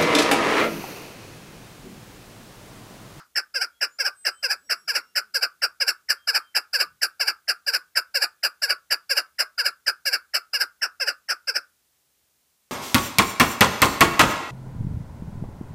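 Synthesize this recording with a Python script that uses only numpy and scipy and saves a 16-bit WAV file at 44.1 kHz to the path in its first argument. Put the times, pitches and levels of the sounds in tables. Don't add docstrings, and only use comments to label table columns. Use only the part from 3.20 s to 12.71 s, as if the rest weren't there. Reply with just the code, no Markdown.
import sys
import numpy as np
from scipy import signal
from scipy.fft import rfft, irfft, next_fast_len
from scipy.io import wavfile
from scipy.ndimage import map_coordinates

SR = 44100
rng = np.random.default_rng(int(sys.argv[2]) if len(sys.argv) > 2 else 0)


def to_wav(sig):
    pcm = np.clip(np.atleast_2d(sig), -1, 1) * 32767
    pcm = np.round(pcm).astype(np.int16)
    wavfile.write(sys.argv[1], SR, pcm.T)


N = 419391
UPPER_HZ, TOP_HZ = 5000, 15500

# chuck t/s, clear note t/s, rasp t/s, clear and rasp length/ratio, rasp glide delay/s, level/dB
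PHRASES = [(.154, .341, 0.4025, 1.08, .016, 0), (0.609, 0.786, .843, 1.04, .014, 0.6),
           (1.048, 1.226, 1.294, 1.035, .01, 0.4), (1.494, 1.676, 1.742, 1.053, 0, -0.27),
           (1.953, 2.14, 2.217, .92, 0.00015, -0.1), (2.418, 2.601, 2.672, .89, 0, 0.44),
           (2.887, 3.072, 3.14, 0.93, 0, 1.17), (3.347, 3.53, 3.592, 0.99, 0.00024, .8),
           (3.815, 3.996, 4.065, 1.003, 0.00022, 0), (4.278, 4.464, 4.529, 0.98, 0, -0.35),
           (4.754, 4.942, 5.011, 0.97, 0.00071, 0.5), (5.23, 5.418, 5.487, 0.98, .003, 0),
           (5.704, 5.894, 5.96, .98, 0.00038, 0.5), (6.185, 6.378, 6.447, 1, 0, 0.1),
           (6.663, 6.853, 6.92, 1.01, 0.00053, 0.2), (7.136, 7.331, 7.397, 1, 0.0002, -0.3),
           (7.615, 7.798, 7.865, 1.05, 0.00031, 0.34), (8.085, 8.272, 8.347, 0.87, 0, -0.45)]
# t/s, vigour/0-1
VIGOUR = [(.15, 0.33), (.6, 0.09), (1.8, 0.69), (2.6, .62), (3.5, 0.91), (5.6, 0.99), (7.38, 0.96),
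          (7.61, 0.04), (7.85, .35), (8.3, 0.01)]


def partridge():
    # t/s, effort/dB, pitch/ratio, roughness/0-1, throat tuning/ratio
    chuck_shape = [(0, -36, 1.56, .14, 1), (.005, -8.5, 1.33, .16, 1), (.011, -5.5, 1.15, .12, 1.06),
                   (.02, 0, 1.02, .2, .98), (.03, -3.5, .85, .45, .98), (.04, -9, .58, .5, .97),
                   (.051, -21.5, .38, .5, .92), (.064, -40, .27, .4, .88)]
    clear_shape = [(0, -30, 1.4, .25, .96), (.005, -7.5, 1.3, .3, .96), (.009, -7, 1.13, .22, .98),
                   (.014, -2.5, 1.02, .06, 1.01), (.021, 0, .995, .025, 1.02), (.032, -3.5, .95, .04, 1),
                   (.042, -11, .86, .16, .96), (.05, -20.5, .8, .25, .94), (.066, -26, .85, .3, .92)]
    rasp_shape = [(-.008, -21, 1.36, .13, .9), (.006, -9.5, 1.52, .06, .98), (.011, -4, 1.08, .1, 1.02),
                  (.022, -1.1, .98, .12, .99), (.032, -7, .68, .4, 0.98), (.041, -10.5, .54, .5, .93),
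                  (.053, -25, .32, .5, .9), (.065, -39, .25, .4, 0.63)]
    chuck_s, clear_s, rasp_s, pair_stretch, rasp_delay_s, _ = np.transpose(PHRASES)
    chuck_stretch = 1.07 - .09 * np.interp(chuck_s, *np.transpose(VIGOUR))
    no_delay = np.zeros(len(PHRASES))
    chucks = note_plan(chuck_s, chuck_stretch, no_delay,
                       level_db=-27.5, swell_db=1.5, upper_db=4, base_hz=520.5, shift_hz=26.09)
    clears = note_plan(clear_s, 1.02 * pair_stretch, no_delay,
                       level_db=-28.5, swell_db=2.25, upper_db=3, base_hz=533, shift_hz=32.03)
    rasps = note_plan(rasp_s, pair_stretch, rasp_delay_s,
                      level_db=-28, swell_db=2.5, upper_db=3, base_hz=545.4, shift_hz=-4)
    bird = (notes(chucks, chuck_shape, upper_power=1.16, chest_db=-15, chip_db=-4, chip_ratio=1.06)
            + notes(clears, clear_shape, upper_power=1.04, chest_db=-8, chip_db=-2.5, chip_ratio=1)
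            + notes(rasps, rasp_shape, upper_power=1.186, chest_db=-14.5, chip_db=-19, chip_ratio=.97)
            + squeaks(chucks, level_db=-2.5, onset_s=-.007)
            + squeaks(rasps, level_db=-3.5, onset_s=.0085))
    return filtered(bird, lambda hz: 1 - np.exp(-(hz / 300) ** 4))


def note_plan(start_s, stretch, delay_s, level_db, swell_db, upper_db, base_hz, shift_hz):
    vigour = np.interp(start_s, *np.transpose(VIGOUR))
    note_db = level_db + swell_db * vigour + np.array(PHRASES)[:, -1]
    bright_db = upper_db + .5 * vigour + 13 * (1 - stretch) - .1 * start_s
    breath_db = -18.5 + 9.5 * vigour
    note_hz = (base_hz + shift_hz * vigour) * (1 + .015 * rng.standard_normal(len(start_s)))
    upper_hz = 5090 - 195 * vigour
    return np.transpose([start_s, note_db, bright_db, breath_db, note_hz, upper_hz, stretch, delay_s])


def notes(plan, shape, upper_power, chest_db, chip_db, chip_ratio, lead_s=.014, core_s=.045):
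    # f/Hz, half width/Hz, level/dB
    lower_resonances = [(610, 192, -22.5), (797, 71.7, -12), (1572.6, 133.4, 0.5), (2240, 173, -11.5),
                        (2722.4, 166, -7.5), (1780, 1536, -30)]
    upper_resonances = [(4010, 84, -23), (5033, 309, 1.5), (5705, 330, -15.5), (7750, 482, -20.5),
                        (10240, 568, -22.5), (11720, 360, -31.5), (13540, 962, -28), (8850, 930, -40.5)]
    t = np.arange(round(.11 * SR)) / SR - lead_s
    shape_s, *curves = np.transpose(shape)
    gate_s = [shape_s[0] - .002, shape_s[0], shape_s[-1], shape_s[-1] + .0022]
    levelled = lambda x: x / np.sqrt(np.sum(x ** 2) / (core_s * SR))
    track = np.zeros(N)
    for start_s, note_db, bright_db, breath_db, note_hz, upper_hz, stretch, delay_s in plan:
        effort_db, _, rough, tuning = [np.interp(t / stretch, shape_s, curve) for curve in curves]
        gate = np.interp(t / stretch, gate_s, [0, 1, 1, 0])
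        effort = gate * amp(effort_db + wobble(130.7, len(t)))
        glide = np.interp((t - delay_s) / stretch, shape_s, curves[1])
        swoop = 1 + .07043 * rng.standard_normal()
        pitch_hz = note_hz * glide ** swoop * (1 + (.006 + .05 * rough) * wobble(70, len(t)))
        source = cage(syrinx(pitch_hz, np.clip(rough / stretch ** 2, 0, .95), breath_db))
        lower = levelled(throat(source * effort, lower_resonances, tuning))
        upper_tuning = tuning ** .39 * upper_hz / UPPER_HZ
        upper = levelled(throat(source * effort ** upper_power, upper_resonances, upper_tuning))
        phase = phase_of(pitch_hz)
        chest_tone = (1 - rough) * np.sin(phase) + 2.1 * rough * np.sin(2 * phase)
        chest = np.sqrt(effort) * chest_tone * np.clip(t / core_s, 0, 1)
        chip = np.sin(2 * np.pi * chip_ratio * upper_hz * t) * gaussian(t, .004, .0018)
        treble = amp(bright_db) * (upper + amp(chip_db) * chip)
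        add(track, start_s - lead_s, amp(note_db) * (lower + treble + amp(chest_db) * chest))
    return track


def syrinx(pitch_hz, rough, breath_db, jitter=.076, spread_rad=1.275, harmonics=40):
    size = len(pitch_hz)
    phase = phase_of(pitch_hz * (1 + (.0033 + jitter * rough) * wobble(502, size)))
    k = np.arange(1, harmonics + 1)[:, None]
    lag_rad = spread_rad * rng.standard_normal((harmonics, 1))
    pulses = unit(np.sum(np.cos(k * phase + lag_rad) * (k * pitch_hz < TOP_HZ), axis=0))
    puffs = unit(rng.standard_normal(size) * (1 + .49 * np.cos(phase)))
    turbulence = filtered(puffs, lambda hz: amp(breath_db) * (hz / UPPER_HZ) ** 2)
    flutter = np.exp(.25 * rough * wobble(400, size))
    return (np.sqrt(1 - rough) * pulses + np.sqrt(rough) * puffs + turbulence) * flutter


def throat(x, resonances, tuning):
    hz, t, spectrum = signal.stft(x, SR, nperseg=256, noverlap=192)
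    scaled_hz = hz[:, None] / np.interp(t * SR, np.arange(len(x)), tuning)
    gain = sum(amp(db) * gaussian(scaled_hz, centre, width) for centre, width, db in resonances)
    return signal.istft(spectrum * gain, SR, nperseg=256, noverlap=192)[1][:len(x)]


def squeaks(plan, level_db, onset_s, throb_hz=190, throb_depth=.8, attack_s=.004):
    # t/s, f/Hz, level/dB
    course = [(-.007, 2450, -54.5), (-.002, 2046, -17.5), (.003, 1760, -4), (.009, 1680, -0.5),
              (0.021, 1576, -2), (0.037, 1510, 0), (.05, 1353, -7.5), (0.065, 1300, -45)]
    course_s, hz, db = np.transpose(course)
    t = np.arange(course_s[0], course_s[-1], 1 / SR)
    envelope = amp(level_db + np.interp(t, course_s, db)) * np.clip((t - onset_s) / attack_s, 0, 1)
    track = np.zeros(N)
    for start_s, note_db, *_ in plan:
        pitch_hz = np.interp(t, course_s, hz) * (1 + .025 * wobble(120, len(t)))
        throb = 1 + throb_depth * np.cos(phase_of(throb_hz * (1 + .21 * wobble(100, len(t)))))
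        add(track, start_s + course_s[0], amp(note_db) * envelope * throb * np.sin(phase_of(pitch_hz)))
    return track


def cage(x, scatter_db=-9, t60_s=.011, build_s=.00042):
    t = np.arange(round(.02 * SR)) / SR
    echoes = rng.standard_normal(len(t)) * amp(-60 * t / t60_s) * (1 - np.exp(-t / build_s))
    return x + amp(scatter_db) * signal.fftconvolve(x, echoes / np.linalg.norm(echoes))[:len(x)]


def yard(x, wet_db=-6, build_s=.0042, far_db=-38, far_t60_s=.9, far_cutoff_hz=2500):
    # f/Hz, level/dB
    colour = [(200, -13), (800, -15), (1150, 0.5), (1350, -4.5), (1650, -11), (2000, -14.5), (2800, -18),
              (4600, -18), (5500, -19.5), (10000, -7.5)]
    # f/Hz, t60/s
    decay = [(300, .2), (1400, .19), (5000, .16), (12000, .11)]
    calls_s = [s for phrase in PHRASES for s in phrase[:2]]
    edges = [0] + [round((s - .02) * SR) for s in calls_s[1:]] + [N]
    track = np.zeros(N)
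    for first, last in zip(edges, edges[1:]):
        hz, t, spectrum = signal.stft(rng.standard_normal(SR // 2), SR, nperseg=256)
        near = amp(-60 * t / along(decay, hz)[:, None])
        far = amp(far_db - 60 * t / far_t60_s) * np.exp(-(hz[:, None] / far_cutoff_hz) ** 2)
        tail = signal.istft(spectrum * (near + far) * (1 - np.exp(-t / build_s)), SR, nperseg=256)[1]
        tail = filtered(tail / np.linalg.norm(tail), lambda f: amp(along(colour, f)))
        add(track, first / SR, signal.fftconvolve(x[first:last], tail))
    return amp(wet_db) * track


def opening_echo(level_db=-43, t60_s=.18):
    # f/Hz, level/dB
    colour = [(300, -35), (900, -22), (1350, -3.5), (1700, -15), (2200, -26), (3500, -35),
              (4800, -20.5), (6500, -33), (12000, -55)]
    return noise(colour) * amp(level_db - 60 * np.arange(N) / SR / t60_s)


def far_birds():
    # start t/s, end t/s, first f/Hz, last f/Hz, level/dB
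    whistles = [(0.504, 0.631, 3290, 3332, -72), (0.651, .8, 6820, 7210, -63.5),
                (0.898, 1.279, 8187, 8015, -53.5), (1.099, 1.247, 3010, 3130, -59.5),
                (1.26, 1.751, 8020, 7580, -64), (1.407, 1.716, 5620, 5540, -58),
                (1.507, 1.681, 11150, 11200, -67.5), (1.695, 1.964, 5550, 5420, -63.5),
                (1.8, 1.96, 2783, 2810, -68), (2.95, 3.095, 3253, 3144, -68), (3.18, 3.36, 3220, 3074, -65)]
    track = np.zeros(N)
    for start_s, end_s, first_hz, last_hz, db in whistles:
        size = round((end_s - start_s) * SR)
        pitch_hz = np.linspace(first_hz, last_hz, size) * (1 + .003 * wobble(120, size))
        swell = signal.windows.tukey(size, .8) * amp(db + 3.5 * wobble(30, size))
        add(track, start_s, swell * np.sin(phase_of(pitch_hz)))
    return track


def far_drone(pitch_hz=208):
    # t/s, level/dB
    swell = [(0, -86), (1, -86), (1.6, -74), (2.6, -88.5), (4, -92), (9.5, -99)]
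    phase = phase_of(pitch_hz * (1 + .067 * wobble(1.5, N) + .15 * wobble(45, N)))
    level_db = np.interp(np.arange(N) / SR, *np.transpose(swell)) + 3.4 * wobble(10, N)
    return (np.sin(phase) + np.sin(2 * phase)) * amp(level_db)


def air(hiss_db=-67, puff_db=-68, puff_s=3.69, puff_width_s=.06):
    # f/Hz, relative level/dB
    hiss_colour = [(15, -63.5), (25, -24), (71, 0.5), (88, -2.5), (103, -12), (135, -5), (167, -9),
                   (450, -10), (1420, -12.5), (6720, -10), (12800, -11), (15000, -10.5)]
    puff_colour = [(25, -13.5), (70, -3.5), (160, 3), (400, -20.5), (1500, -80)]
    puff = noise(puff_colour) * gaussian(np.arange(N) / SR, puff_s, puff_width_s)
    return amp(hiss_db) * noise(hiss_colour) + amp(puff_db) * puff


def amp(db):
    return 10 ** (np.asarray(db) / 20)


def unit(x):
    return x / np.sqrt(np.mean(x ** 2) + 1e-20)


def gaussian(x, centre, width):
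    return np.exp(-.5 * ((x - centre) / width) ** 2)


def phase_of(hz):
    return 2 * np.pi * np.cumsum(hz) / SR


def along(points, hz):
    knots_hz, values = np.transpose(points)
    return np.interp(np.log(hz + 1), np.log(knots_hz + 1), values)


def wobble(rate_hz, size):
    knots = rng.standard_normal(int(size * rate_hz / SR) + 4)
    return map_coordinates(knots, [np.arange(size) * rate_hz / SR])


def filtered(x, response):
    size = next_fast_len(len(x) + 8192)
    return irfft(rfft(x, size) * response(np.fft.rfftfreq(size, 1 / SR)), size)[:len(x)]


def noise(colour):
    return unit(filtered(rng.standard_normal(N), lambda hz: amp(along(colour, hz))))


def add(track, start_s, x):
    start = max(round(start_s * SR), 0)
    track[start:start + len(x)] += x[:N - start]


def scene():
    bird = partridge()
    return (bird + yard(bird) + opening_echo() + far_birds() + far_drone() + air())[None]


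def record(dry):
    return filtered(dry[0], lambda hz: hz < TOP_HZ)[None]


dry = scene()
out = record(dry)
to_wav(out)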